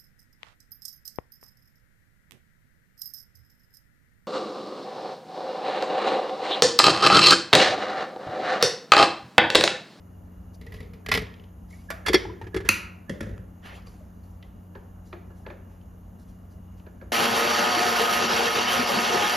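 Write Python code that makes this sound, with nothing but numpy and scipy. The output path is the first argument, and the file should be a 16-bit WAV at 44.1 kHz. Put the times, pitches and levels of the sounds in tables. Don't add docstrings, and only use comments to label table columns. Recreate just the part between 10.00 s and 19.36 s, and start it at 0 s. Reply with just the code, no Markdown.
import sys
import numpy as np
from scipy import signal
from scipy.fft import rfft, irfft, next_fast_len
from scipy.io import wavfile
from scipy.ndimage import uniform_filter1d, map_coordinates

SR = 44100
rng = np.random.default_rng(int(sys.argv[2]) if len(sys.argv) > 2 else 0)


def waveform_to_disk(signal):
    frames = np.transpose(np.atleast_2d(signal))
    scaled = np.clip(frames, -1, 1) * 32767
    samples = np.round(scaled).astype(np.int16)
    wavfile.write(sys.argv[1], SR, samples)


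N = 412776

# time in seconds, turns per second, level of its tones in dB.
SHAFT = [(7.4, 115.8, -32), (7.56, 119.6, -29), (7.84, 120.2, -35), (8.04, 116, -33), (8.5, 119.3, -36.5),
         (8.75, 122, -34), (8.95, 120, -32.5), (9.3, 119.3, -35.5)]
# multiple of the shaft speed, relative level in dB.
SHAFT_TONES = [(2, -10), (3, -12), (4, -8), (5, -4), (6, -4), (7, -6), (8, -5), (9, -5), (10, -9),
               (18, -10), (23, -11), (38, -11)]
# time in seconds, then relative dB of churning, gulping and spray.
BLADE_LOAD = [(7.14, -27, -34.5, -38), (7.24, -25, -29, -38.5), (7.34, -28.5, -33.5, -44),
              (7.38, -26.5, -33, -36.5), (7.47, -26, -29.5, -44.5), (7.56, -27, -35.5, -43.5),
              (7.63, -26, -27.5, -42.5), (7.68, -27, -30.5, -47), (7.87, -25.5, -29, -41.5),
              (7.95, -28.5, -35, -44), (7.97, -25.5, -36, -39), (8.02, -24.5, -28.5, -42.5),
              (8.09, -28.5, -34.5, -41.5), (8.13, -25.5, -33, -37), (8.23, -26.5, -28.5, -45),
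              (8.28, -30, -35, -49.5), (8.3, -26, -28, -47.5), (8.35, -26.5, -31.5, -44.5),
              (8.47, -26, -32, -45.5), (8.51, -30.5, -36, -43.5), (8.59, -25.5, -27.5, -46.5),
              (8.67, -30.5, -34.5, -50), (8.73, -25, -35.5, -36), (8.79, -26.5, -24.5, -46),
              (8.83, -28, -22, -42.5), (8.86, -29.5, -36, -48.5), (8.91, -25.5, -29.5, -38),
              (8.97, -27, -24, -48), (9.02, -27.5, -38, -40.5), (9.04, -25.5, -31, -48),
              (9.16, -26, -27.5, -46), (9.28, -26, -31, -44.5), (9.31, -26.5, -35, -42),
              (9.34, -28, -32, -40.5)]
DRONE_HZ = [237, 465, 718, 1258]
# time in seconds, then the relative dB of each hum.
DRONE_LEVELS = [(7.14, -36, -39, -39, -32), (7.35, -36.5, -30, -38, -34.5), (7.55, -38.5, -37, -38, -31.5),
                (7.8, -36, -45, -26, -32.5), (8.03, -35.5, -27, -34, -29), (8.17, -37, -44, -27.5, -28.5),
                (8.4, -39, -30, -48, -35), (8.7, -40, -46, -34, -35.5), (8.95, -35, -57, -33, -31),
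                (9.17, -40.5, -26.5, -29, -32.5), (9.33, -40, -63, -35, -32.5)]
# time in seconds, pitch in Hz, level in dB.
SQUEAL = [(8.64, 3030, -58), (8.68, 3000, -25.5), (8.73, 3140, -31), (8.77, 3020, -70)]
# start in seconds, level in dB, pitch in Hz,
# fade time in seconds. A fade time (t60) is how long a sound takes to drop by 60 dB.
GLUGS = [(0.669, -39.5, 1900, 0.053), (0.721, -40.5, 1900, 0.063), (0.787, -46, 1940, 0.11),
         (0.801, -47, 1890, 0.068), (1.709, -51, 2070, 0.054), (1.728, -45.5, 2180, 0.082),
         (1.735, -49, 1900, 0.07), (1.785, -57, 2180, 0.11), (2.252, -25.5, 830, 0.033),
         (2.296, -33.5, 966, 0.057), (2.413, -29, 868, 0.043), (3.74, -43, 2090, 0.023),
         (3.752, -42, 2650, 0.023), (3.822, -55, 4900, 0.014), (3.87, -46, 4600, 0.019),
         (3.871, -44, 1090, .035), (3.881, -45, 4670, 0.015), (3.94, -49, 706, 0.044),
         (4.006, -44, 600, 0.076), (4.427, -50.5, 3200, 0.024), (4.428, -52, 1950, 0.078),
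         (7.211, -24.5, 806, 0.1), (7.265, -25, 223, 0.24), (7.41, -23, 457, 0.15),
         (7.478, -28, 380, 0.061), (7.64, -30, 467, .09), (7.767, -17, 322, 0.066),
         (7.841, -20.5, 764, 0.067), (8.006, -18.5, 458, 0.22), (8.21, -19.5, 438, .08),
         (8.238, -20, 353, 0.062), (8.25, -20, 227, 0.083), (8.295, -21, 404, 0.085),
         (8.404, -13.5, 785, 0.051), (8.46, -21.5, 460, 0.11), (8.581, -23.5, 342, 0.11),
         (8.73, -24, 520, 0.16), (8.789, -17, 238, 0.11), (8.88, -26, 191, 0.084), (8.89, -20, 547, 0.1),
         (8.969, -17, 209, 0.075), (8.99, -19, 344, 0.044), (9.1, -24, 413, 0.18), (9.22, -21, 430, 0.074)]

# start in seconds, sharp strike in dB, low knock in dB, contact fade time in seconds.
LADLE_HITS = [(1.062, -39, -49, 0.026), (1.086, -34.5, -34.5, 0.048), (1.115, -24, -34, 0.047),
              (1.126, -33, -41, .04), (1.139, -27.5, -43, 0.025), (1.147, -27.5, -30.5, 0.049),
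              (1.162, -37.5, -38, .04), (1.173, -30, -30.5, 0.04), (1.19, -41.5, -38, .05),
              (1.217, -45, -35, 0.058)]
DISH_HITS = [(1.902, -34, -44.5, 0.061)]
TUB_HITS = [(2.061, -28.5, -47.5, 0.079), (2.081, -27, -33, 0.054), (2.095, -45.5, -23.5, 0.032),
            (2.131, -26.5, -42, 0.054), (2.142, -22.5, -13.5, 0.05), (2.25, -50, -44.5, 0.053),
            (2.298, -57.5, -45.5, 0.068), (2.413, -46.5, -43, 0.06), (2.44, -51.5, -50.5, .05),
            (2.467, -48, -43.5, 0.069), (2.544, -37.5, -29, 0.039), (2.562, -35, -26.5, 0.07),
            (2.602, -44, -40, 0.056), (2.647, -42, -39, 0.17)]
LID_HITS = [(2.689, -18, -30, 0.015)]
JAR_HITS = [(3.095, -38.5, -29.5, 0.022), (3.206, -39, -33, .03), (3.228, -49, -39, .04),
            (3.265, -55.5, -38.5, 0.05), (3.291, -56, -40, .04), (3.312, -62, -50, .04),
            (3.334, -65, -45, 0.036), (3.379, -56, -62, .008)]
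# start in seconds, sharp strike in dB, low knock in dB.
BERRY_HITS = [(0.612, -55.5, -48.5), (0.664, -57.5, -46.5), (0.721, -53.5, -54), (0.74, -53, -45.5),
              (0.764, -61.5, -51.5), (0.803, -53.5, -40.5), (0.827, -60.5, -48), (0.934, -58, -48),
              (3.869, -64.5, -52.5)]
BOARD_TAPS = [(4.751, -58, -44.5), (5.127, -46, -40), (5.301, -85.5, -52.5), (5.463, -48.5, -41),
              (5.5, -52, -43), (6.799, -69, -68.5), (6.864, -62.5, -49.5), (7.013, -60.5, -46)]
# start, rise time and fade time in seconds,
# then rub and hiss levels in dB.
SLIDES = [(0.525, 0.022, 0.086, -71, -58.5), (0.62, 0.14, 0.44, -63.5, -66), (1.671, 0.039, 1, -64.5, -60),
          (3.61, 0.051, 0.64, -43, -61.5), (3.735, 0.025, 0.1, -56.5, -61), (3.85, 0.02, 0.82, -74, -63.5),
          (4.22, 0.0151, .7, -79, -70), (5.03, 0.0397, 0.34, -80.5, -64), (5.32, .06, .4, -74, -67.5),
          (5.65, 0.07, .6, -73, -74.5), (6.17, 0.028, 0.36, -77, -66), (6.265, .02, 0.35, -74, -69),
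          (6.49, 0.0298, 0.24, -79, -65.5), (6.75, 0.0305, 0.29, -70, -70.5)]
# start in seconds, level in dB.
DRIPS = [(1.268, -58), (1.339, -58.5), (1.396, -60), (1.438, -62.5), (3.87, -69.5), (4.426, -57.5),
         (5.812, -71), (6.797, -69)]

# pitch in Hz, width in Hz, relative level in dB.
HOUSING_MODES = [(236, 16, -2), (464, 16, -1), (718, 14, 0), (1225, 25, 2), (1262, 30, 3), (1305, 25, 1),
                 (1450, 14, 5), (1755, 14, 6), (1900, 60, 2), (2160, 25, 4), (2720, 120, -3), (3278, 30, 1),
                 (4470, 120, 4.5), (5680, 250, 3)]
JAR_WALL_MODES = [(1050, 70, -7), (1420, 51, -5), (1920, 36, 3), (1965, 64, 7.5), (2110, 38, 3.5),
                  (2566, 200, -5), (3000, 43, -2), (3470, 65, -3), (4120, 85, -8), (5130, 220, -5)]
JAR_BODY_MODES = [(163.3, 58, 7), (239.5, 19.3, -10.5), (437, 42, 4.5), (591, 95, 1)]
BASE_MODES = [(174, 30, -6.5), (205, 27.3, -1.5), (259, 29, -14.5), (319.6, 70, 2), (420, 49, -5.5),
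              (530, 51, -4)]
PLASTIC_MODES = [(675, 51, -16), (1128, 16, -5), (1726, 35, -2), (1996, 30, -2), (2076, 20, 7),
                 (2195, 30, -1), (2406, 45, -3), (2700, 45, -1), (3328, 45, 5), (3531, 60, -1),
                 (4250, 60, -4), (4645, 90, 0), (5440, 90, -4)]
TUB_BODY_MODES = [(192, 38, -13), (330, 52, -3), (370, 36, 0), (425, 38, -5), (547, 30, -20)]
LID_MODES = [(1195, 14, 9), (1355, 50, -0.5), (1850, 40, 1.5), (2060, 50, 6), (2530, 63, 7.5),
             (2710, 37, 8.5), (3250, 26, -3.5), (4220, 90, 5.5), (4500, 90, 4), (5060, 60, -1),
             (6433, 80, -2)]
DISH_MODES = [(654, 19, 14.5), (1155, 13, 4.5), (1467, 16, 5), (1740, 12, -3), (2004, 14, -2),
              (2300, 90, -4.5), (3540, 40, -11), (4790, 30, -9.5), (5590, 30.2, -17.5)]
COUNTER_MODES = [(208, 50, -7.5), (323, 70, -8), (358, 130, 1), (426.6, 150, -3.5), (534, 40, -15),
                 (915, 130, -7)]
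BOARD_MODES = [(351, 55, 0.5), (563, 82, -4), (854, 280, -12.5), (1634, 130, -9.5), (2250, 110, -29)]
WHISTLE_MODES = [(2852, 45, 2), (6630, 140, -2.5)]

# frequency in Hz, relative level in dB.
CHURN_COLOUR = [(450, -2.5), (660, -1), (800, 0), (1100, -3), (1500, -1), (2000, -7.5), (2900, -4),
                (3800, -9), (5600, -13.5), (7000, -16.5), (8500, -22.5), (11000, -23.5), (13000, -34.5),
                (15500, -33)]
CHURN_HOLLOWS = [(600, 0), (665, -6), (720, 0), (1280, 0), (1355, -5), (1420, 0), (1980, 1), (2050, -3),
                 (2140, 1), (2230, -3), (2320, 1), (2470, -2), (2600, 0), (3300, 0), (3450, -3), (3950, 1),
                 (4170, -4), (4450, 1), (4750, 1), (4930, -5), (5260, 1), (5400, -2.5), (5650, 1),
                 (5980, -2), (6280, 2), (6500, -1)]
GULP_COLOUR = [(40, -36), (100, -10.5), (160, -11), (210, -2.5), (285, -17), (360, -2), (450, -5.5),
               (650, -12.5), (1500, -51.5)]
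JAR_CRACK = [(800, -4.5), (1050, -5.5), (1500, -5.5), (2050, 1), (2800, -6.5), (4500, -9), (6500, -20.5),
             (8500, -14), (11000, -27.5), (15000, -48.5)]
HARD_CRACK = [(800, 3), (1200, 2), (1700, 10), (2200, 1.5), (3300, -5.5), (4700, -11), (6500, -10),
              (8500, -6), (11000, -17), (15000, -34.5)]
LID_CRACK = [(800, -8), (1200, 1.5), (1700, -0.5), (2650, 2.5), (3600, -12), (4300, -3.5), (6000, -9),
             (8500, -6), (11000, -6.5), (15000, -21.5)]
TAP_CRACK = [(500, -17), (1000, 3), (1700, -6), (2300, 0), (3200, -10), (4500, -14), (7000, -53),
             (15000, -48.5)]
RUB_COLOUR = [(300, -4), (600, -2), (1300, -2), (2200, -5), (3000, -7), (4000, -15), (8000, -32)]
HISS_COLOUR = [(1500, -36), (3300, -8), (4600, -3.5), (6500, -2.5), (11000, -5.5), (15000, -21)]
DRIP_COLOUR = [(1000, -16.5), (2000, -8.5), (3000, 3.5), (3800, -8), (4700, -10), (7000, -23.5),
               (15000, -27.5)]
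AIR_COLOUR = [(20, -14.5), (35, -3.5), (60, 9.5), (130, -10.5), (220, -1.5), (350, -15), (700, -16),
              (1500, -26), (2500, -39.5), (4500, -46.5), (8000, -41.5), (11000, -39.5), (15500, -36.5)]

# pitch in Hz, level in dB.
HUM_TONES = [(90.9, -46), (179.8, -49.5), (120, -61.5), (307, -65)]
# frequency in Hz, fade time in seconds.
ECHO_FADE = [(100, .4), (400, 0.72), (1500, 0.56), (4500, 0.38), (12000, 0.31)]
# frequency in Hz, likeness (1 means the same).
STEREO_LIKENESS = [(200, 0.97), (400, 0.56), (900, 0.078), (1600, 0.42), (2200, 0.99), (4000, 1), (7000, 1),
                   (14000, 1)]
# frequency in Hz, the left one's lead in cycles.
PORT_LEAD = [(1320, 0), (1570, -.5), (1780, -1), (5100, -1), (6600, -1.13), (8000, -1.47), (8900, -1.52),
             (11200, -2), (13000, -2), (14700, -2.47), (16000, -2.5)]
# frequency in Hz, left level minus right level in dB.
PORT_BALANCE = [(100, 0), (330, 3), (560, 1), (800, 3.5), (1250, 0), (1650, -7), (2500, 1.5), (3500, 0.5)]

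BLENDER_START_S = 7.12
FIRM_DB, FIRM_CORNER_HZ = -25, 26000
RING_GROWTH, TICK_GROWTH, THUD_GROWTH = 1.96, 1, 0.15
CEILING, TOP_HZ = 0.85, 15900


def blender():
    speed, tones_db = curves(SHAFT)
    churn_db, gulp_db, spray_db = curves(BLADE_LOAD)
    slosh = wobble(30)
    angle = 2 * np.pi * np.cumsum(speed * (1 + 0.009 * wobble(35))) / SR
    tones = amp(tones_db) * shaft_tones(angle)
    blade_pulse = 1 + 0.088 * np.cos(2 * angle) + 0.034 * np.cos(angle)
    chopping = unit(blade_pulse * amp(1.2 * wobble(300)))
    pulp = lambda f: amp(along(CHURN_COLOUR, f) + along(CHURN_HOLLOWS, f)) * above(f, 373)
    churn = chopping * noise(pulp, patchy_db=1.5)
    housing = noise(lambda f: resonant(HOUSING_MODES, f) * colour(CHURN_COLOUR, f), patchy_db=3.5)
    strikes = (rng.random(N) < 400 / SR) * rng.standard_normal(N)
    seeds = unit(filtered(strikes, lambda f: causal(pulp(f))))
    motor = amp(-31) * housing + tones + housing_drone()
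    churning = amp(churn_db + 0.5 * slosh) * (amp(1.25) * churn + amp(-9.5) * seeds)
    gulp_gain = amp(gulp_db - 6 + 1.5 * slosh + 2.1 * wobble(35))
    gulp = gulp_gain * noise(lambda f: colour(GULP_COLOUR, f), patchy_db=0.5)
    spray_hiss = noise(lambda f: above(f, 9800) * (1 - above(f, 9600)), patchy_db=0.5)
    spray = amp(spray_db + 2.5) * chopping * spray_hiss
    running = np.arange(N) >= BLENDER_START_S * SR
    return running * (motor + churning + gulp + spray + bearing_squeal())


def shaft_tones(angle):
    tones = 0
    for multiple, db in SHAFT_TONES:
        gain = amp(db + 3.6 * wobble(12))
        tones += gain * np.sin(multiple * angle + 0.44 * wobble(70) + rng.uniform(0, 2 * np.pi))
    return unit(tones)


def housing_drone():
    hums = 0
    for hz, level_db in zip(DRONE_HZ, curves(DRONE_LEVELS)):
        phase = 2 * np.pi * np.cumsum(hz * (1 + 0.011 * wobble(60))) / SR
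        hums += amp(level_db + 2.5 * wobble(40)) * np.sin(phase + 0.4 * wobble(90))
    return amp(-2) * hums


def bearing_squeal():
    hz, level_db = curves(SQUEAL)
    t = np.arange(N) / SR
    singing = (t > SQUEAL[0][0]) & (t < SQUEAL[-1][0])
    phase = 2 * np.pi * np.cumsum(hz * (1 + 0.0049 * wobble(200))) / SR
    return singing * amp(level_db) * np.sin(phase)


def glugs(gurgles_per_s=22, middle_hz=482.3):
    track = np.zeros((2, N))
    for start, db, hz, t60 in GLUGS:
        add(track, start, in_kitchen(amp(db) * air_pocket(hz, t60), wet_db=-13))
    running_s = N / SR - BLENDER_START_S
    for when, size, pitch in rng.random((int(gurgles_per_s * running_s), 3)):
        hz = middle_hz * 2 ** (2 * pitch - 1)
        gurgle = amp(-45 + 10 * size) * air_pocket(hz, t60=0.06)
        add(track, BLENDER_START_S + when * running_s, gurgle)
    return track


def air_pocket(hz, t60):
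    t = np.arange(SR // 5) / SR
    ring = np.sin(2 * np.pi * hz * (t + 0.16 * t ** 2 / (2 * t60)))
    swell = 1 - np.exp(-t * hz / 1.6)
    return ring * swell * amp(-60 * t / t60)


def handling():
    drops = [(start, strike, knock, 0.053) for start, strike, knock in BERRY_HITS]
    berries = hits(drops, JAR_WALL_MODES, JAR_BODY_MODES, JAR_CRACK, softness=0.024, dulling=0.05,
                   detune=0.022, ring_db=-2, tick_db=-30, thud_db=-45, wet_db=-5)
    ladle = hits(LADLE_HITS, JAR_WALL_MODES, JAR_BODY_MODES, JAR_CRACK, softness=0.061, dulling=0.08,
                 detune=0.026, ring_db=-24.5, tick_db=-35.5, thud_db=-38.5, wet_db=-15)
    tub = hits(TUB_HITS, PLASTIC_MODES, TUB_BODY_MODES, HARD_CRACK, softness=0.055, dulling=0.55,
               detune=0.02, ring_db=-24, tick_db=-37, thud_db=-41, wet_db=-15)
    lid = hits(LID_HITS, LID_MODES, COUNTER_MODES, LID_CRACK, softness=0.092, dulling=0.05,
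               detune=0.02, ring_db=-33, tick_db=-31.5, thud_db=-41.5, wet_db=-7.5)
    jar = hits(JAR_HITS, PLASTIC_MODES, BASE_MODES, HARD_CRACK, softness=0.081, dulling=0.2,
               detune=0.04, ring_db=-22.5, tick_db=-39.5, thud_db=-41, wet_db=-6.5)
    dish = hits(DISH_HITS, DISH_MODES, COUNTER_MODES, HARD_CRACK, softness=0.036, dulling=0.05,
                detune=0.04, ring_db=-17, tick_db=-30, thud_db=-54.5, wet_db=-9.5)
    return berries + ladle + dish + tub + lid + jar


def hits(rows, wall, body, crack, softness, dulling, detune, ring_db, tick_db, thud_db, wet_db):
    track = np.zeros((2, N))
    for start, strike_db, knock_db, t60 in rows:
        force_db, weight_db = strike_db - FIRM_DB, knock_db - FIRM_DB
        rise_s = softness * max(t60, 0.004)
        modes = [(hz, width, db + rng.normal(0, 1)) for hz, width, db in wall]
        ring = contact(lambda f: resonant(modes, f), t60, rise_s)
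        clack = contact(lambda f: causal(colour(crack, f) * above(f, 500)), t60, rise_s)
        tick = contact(lambda f: causal(above(f, 5900)), t60 / 2, rise_s / 2)
        sound = amp(ring_db + RING_GROWTH * force_db) * ring + amp(strike_db) * clack
        sound += amp(tick_db + TICK_GROWTH * force_db) * tick
        corner_hz = FIRM_CORNER_HZ * amp(dulling * force_db)
        sound = filtered(sound, lambda f: causal(1 / (1 + (f / corner_hz) ** 2)))
        sound += amp(knock_db) * low_knock(body, detune)
        thud = low_knock([(61.3, 13, -1), (101, 14, 0)], detune)
        sound += amp(thud_db + THUD_GROWTH * weight_db) * thud
        add(track, start, in_kitchen(sound, wet_db))
    return track


def contact(response, t60, rise_s):
    t = np.arange(SR // 3) / SR
    force = rng.standard_normal(len(t)) * amp(-60 * t / max(t60, 0.004)) * (1 - np.exp(-t / rise_s))
    return unit_start(filtered(force, response))


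def low_knock(modes, detune):
    t = np.arange(SR // 3) / SR
    ring = 0
    for hz, width, db in modes:
        gain = amp(db + rng.normal(0, 2))
        pitch = hz * rng.normal(1, detune)
        ring += gain * np.sin(2 * np.pi * pitch * t) * np.exp(-np.pi * width * t)
    return unit_start(ring * (1 - np.exp(-t / 0.016)))


def utensil_taps():
    track = np.zeros((2, N))
    for start, clack_db, knock_db in BOARD_TAPS:
        clack = contact(lambda f: causal(colour(TAP_CRACK, f) * above(f, 460)), t60=0.03, rise_s=0.0017)
        knock = contact(lambda f: resonant(BOARD_MODES, f), t60=0.12, rise_s=0.0016)
        add(track, start, in_kitchen(amp(clack_db) * clack + amp(knock_db) * knock, wet_db=-7.5))
    return track


def sliding_food():
    t = np.arange(N) / SR
    rub = noise(lambda f: colour(RUB_COLOUR, f), patchy_db=2.5)
    hiss = noise(lambda f: colour(HISS_COLOUR, f), patchy_db=2.5)
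    track = np.zeros((2, N))
    for start, rise_s, t60, rub_db, hiss_db in SLIDES:
        swell = np.clip((t - start) / rise_s, 0, 1) ** 2
        fade = amp(-60 * np.maximum(t - start - rise_s, 0) / t60)
        track += swell * fade * (amp(rub_db) * rub + amp(hiss_db) * hiss)
    return track * amp(0.97 * wobble(120))


def juice_drips():
    track = np.zeros((2, N))
    for start, db in DRIPS:
        tick = contact(lambda f: causal(colour(DRIP_COLOUR, f) * above(f, 800)), t60=0.025, rise_s=0.001)
        add(track, start, in_kitchen(amp(db) * tick, wet_db=-8))
    return track


def appliance_and_air():
    t = np.arange(N) / SR
    hum = 0
    for hz, db in HUM_TONES:
        hum += amp(db + 0.92 * wobble(9.2)) * np.sin(2 * np.pi * hz * t + 0.43 * wobble(2))
    air = amp(-47.5) * noise(lambda f: colour(AIR_COLOUR, f), patchy_db=1)
    whistle = amp(-77) * noise(lambda f: resonant(WHISTLE_MODES, f), patchy_db=1)
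    return (hum + air + whistle) * np.where(t < BLENDER_START_S, 1, amp(-6.5))


def in_kitchen(sound, wet_db):
    hz, t, bands = signal.stft(rng.standard_normal((2, SR // 2)), SR, nperseg=256)
    fade = amp(-60 * t / along(ECHO_FADE, hz)[:, None])
    swell = 1 - np.exp(-t / 0.0077)
    tail = spread(signal.istft(bands * fade * swell, SR, nperseg=256)[1])
    tail = amp(wet_db) * tail / np.linalg.norm(tail[0])
    heard = signal.fftconvolve(radiated(sound)[None], tail, axes=1)
    add(heard, 0, sound)
    return heard


def radiated(sound):
    energy = np.cumsum(np.abs(rfft(sound)) ** 2)
    bins = np.arange(len(energy))
    low = (bins / 1.1).astype(int)
    high = np.minimum((bins * 1.1).astype(int) + 1, bins[-1])
    return irfft(causal(np.sqrt((energy[high] - energy[low]) / (high - low))))


def hollow_pickup(sound):
    note = lambda f: np.exp(-((f - 1690) / 65) ** 2 + 2j * np.pi * f * 0.01)
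    return sound + amp([[-18], [-2]]) * filtered(sound, note)


def noise(response, patchy_db):
    bands = signal.stft(rng.standard_normal((2, N)), nperseg=512)[2]
    patches = uniform_filter1d(rng.standard_normal(bands.shape[1:]), size=7, axis=0)
    patches = uniform_filter1d(patches, size=8, axis=1)
    pair = signal.istft(bands * amp(patchy_db * unit(patches)), nperseg=512)[1][:, :N]
    return unit(filtered(spread(pair), response))


def spread(pair):
    angle = lambda f: np.arccos(np.clip(along(STEREO_LIKENESS, f), -1, 1)) / 2
    mid, side = filtered(pair, lambda f: np.array([np.cos(angle(f)), np.sin(angle(f))]))
    return np.array([mid + side, mid - side])


def filtered(x, response):
    n = x.shape[-1]
    padded = next_fast_len(n + 8192)
    return irfft(rfft(x, padded) * response(np.fft.rfftfreq(padded, 1 / SR)), padded)[..., :n]


def resonant(modes, f):
    return sum((-1) ** k * amp(db) * 1j * f * width / (hz * hz - f * f + 1j * f * width)
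               for k, (hz, width, db) in enumerate(modes))


def causal(gain):
    cepstrum = irfft(np.log(np.maximum(gain, 1e-6)))
    half = len(cepstrum) // 2
    cepstrum[1:half] *= 2
    cepstrum[half + 1:] = 0
    return np.exp(rfft(cepstrum))


def above(f, edge_hz):
    return f ** 4 / (f ** 4 + edge_hz ** 4)


def colour(points, f):
    return amp(along(points, f))


def along(points, hz):
    f, values = np.transpose(points)
    return np.interp(np.log(hz + 1), np.log(f + 1), values)


def curves(rows):
    times, *columns = np.transpose(rows)
    return [np.interp(np.arange(N) / SR, times, column) for column in columns]


def wobble(rate):
    return map_coordinates(rng.standard_normal(int(N * rate / SR) + 4), [np.arange(N) * rate / SR])


def amp(db):
    return 10 ** (np.asarray(db) / 20)


def unit(x):
    return x / np.sqrt(np.mean(x ** 2) + 1e-20)


def unit_start(x):
    return x / np.sqrt(np.mean(x[:SR // 50] ** 2))


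def add(track, start_s, sound):
    part = track[..., round(start_s * SR):][..., :sound.shape[-1]]
    part += sound[..., :part.shape[-1]]


def scene():
    knocks = hollow_pickup(handling() + utensil_taps())
    return knocks + juice_drips() + sliding_food() + blender() + glugs() + appliance_and_air()


def record(dry):
    sides = np.array([[1], [-1]])
    timing = lambda f: np.exp(1j * np.pi * sides * along(PORT_LEAD, f))
    balance = lambda f: amp(sides * along(PORT_BALANCE, f) / 2)
    heard = filtered(dry, lambda f: timing(f) * balance(f))
    rounded = heard / (1 + (heard / CEILING) ** 6) ** (1 / 6)
    return filtered(rounded, lambda f: f < TOP_HZ)


dry = scene()
out = record(dry)
waveform_to_disk(out)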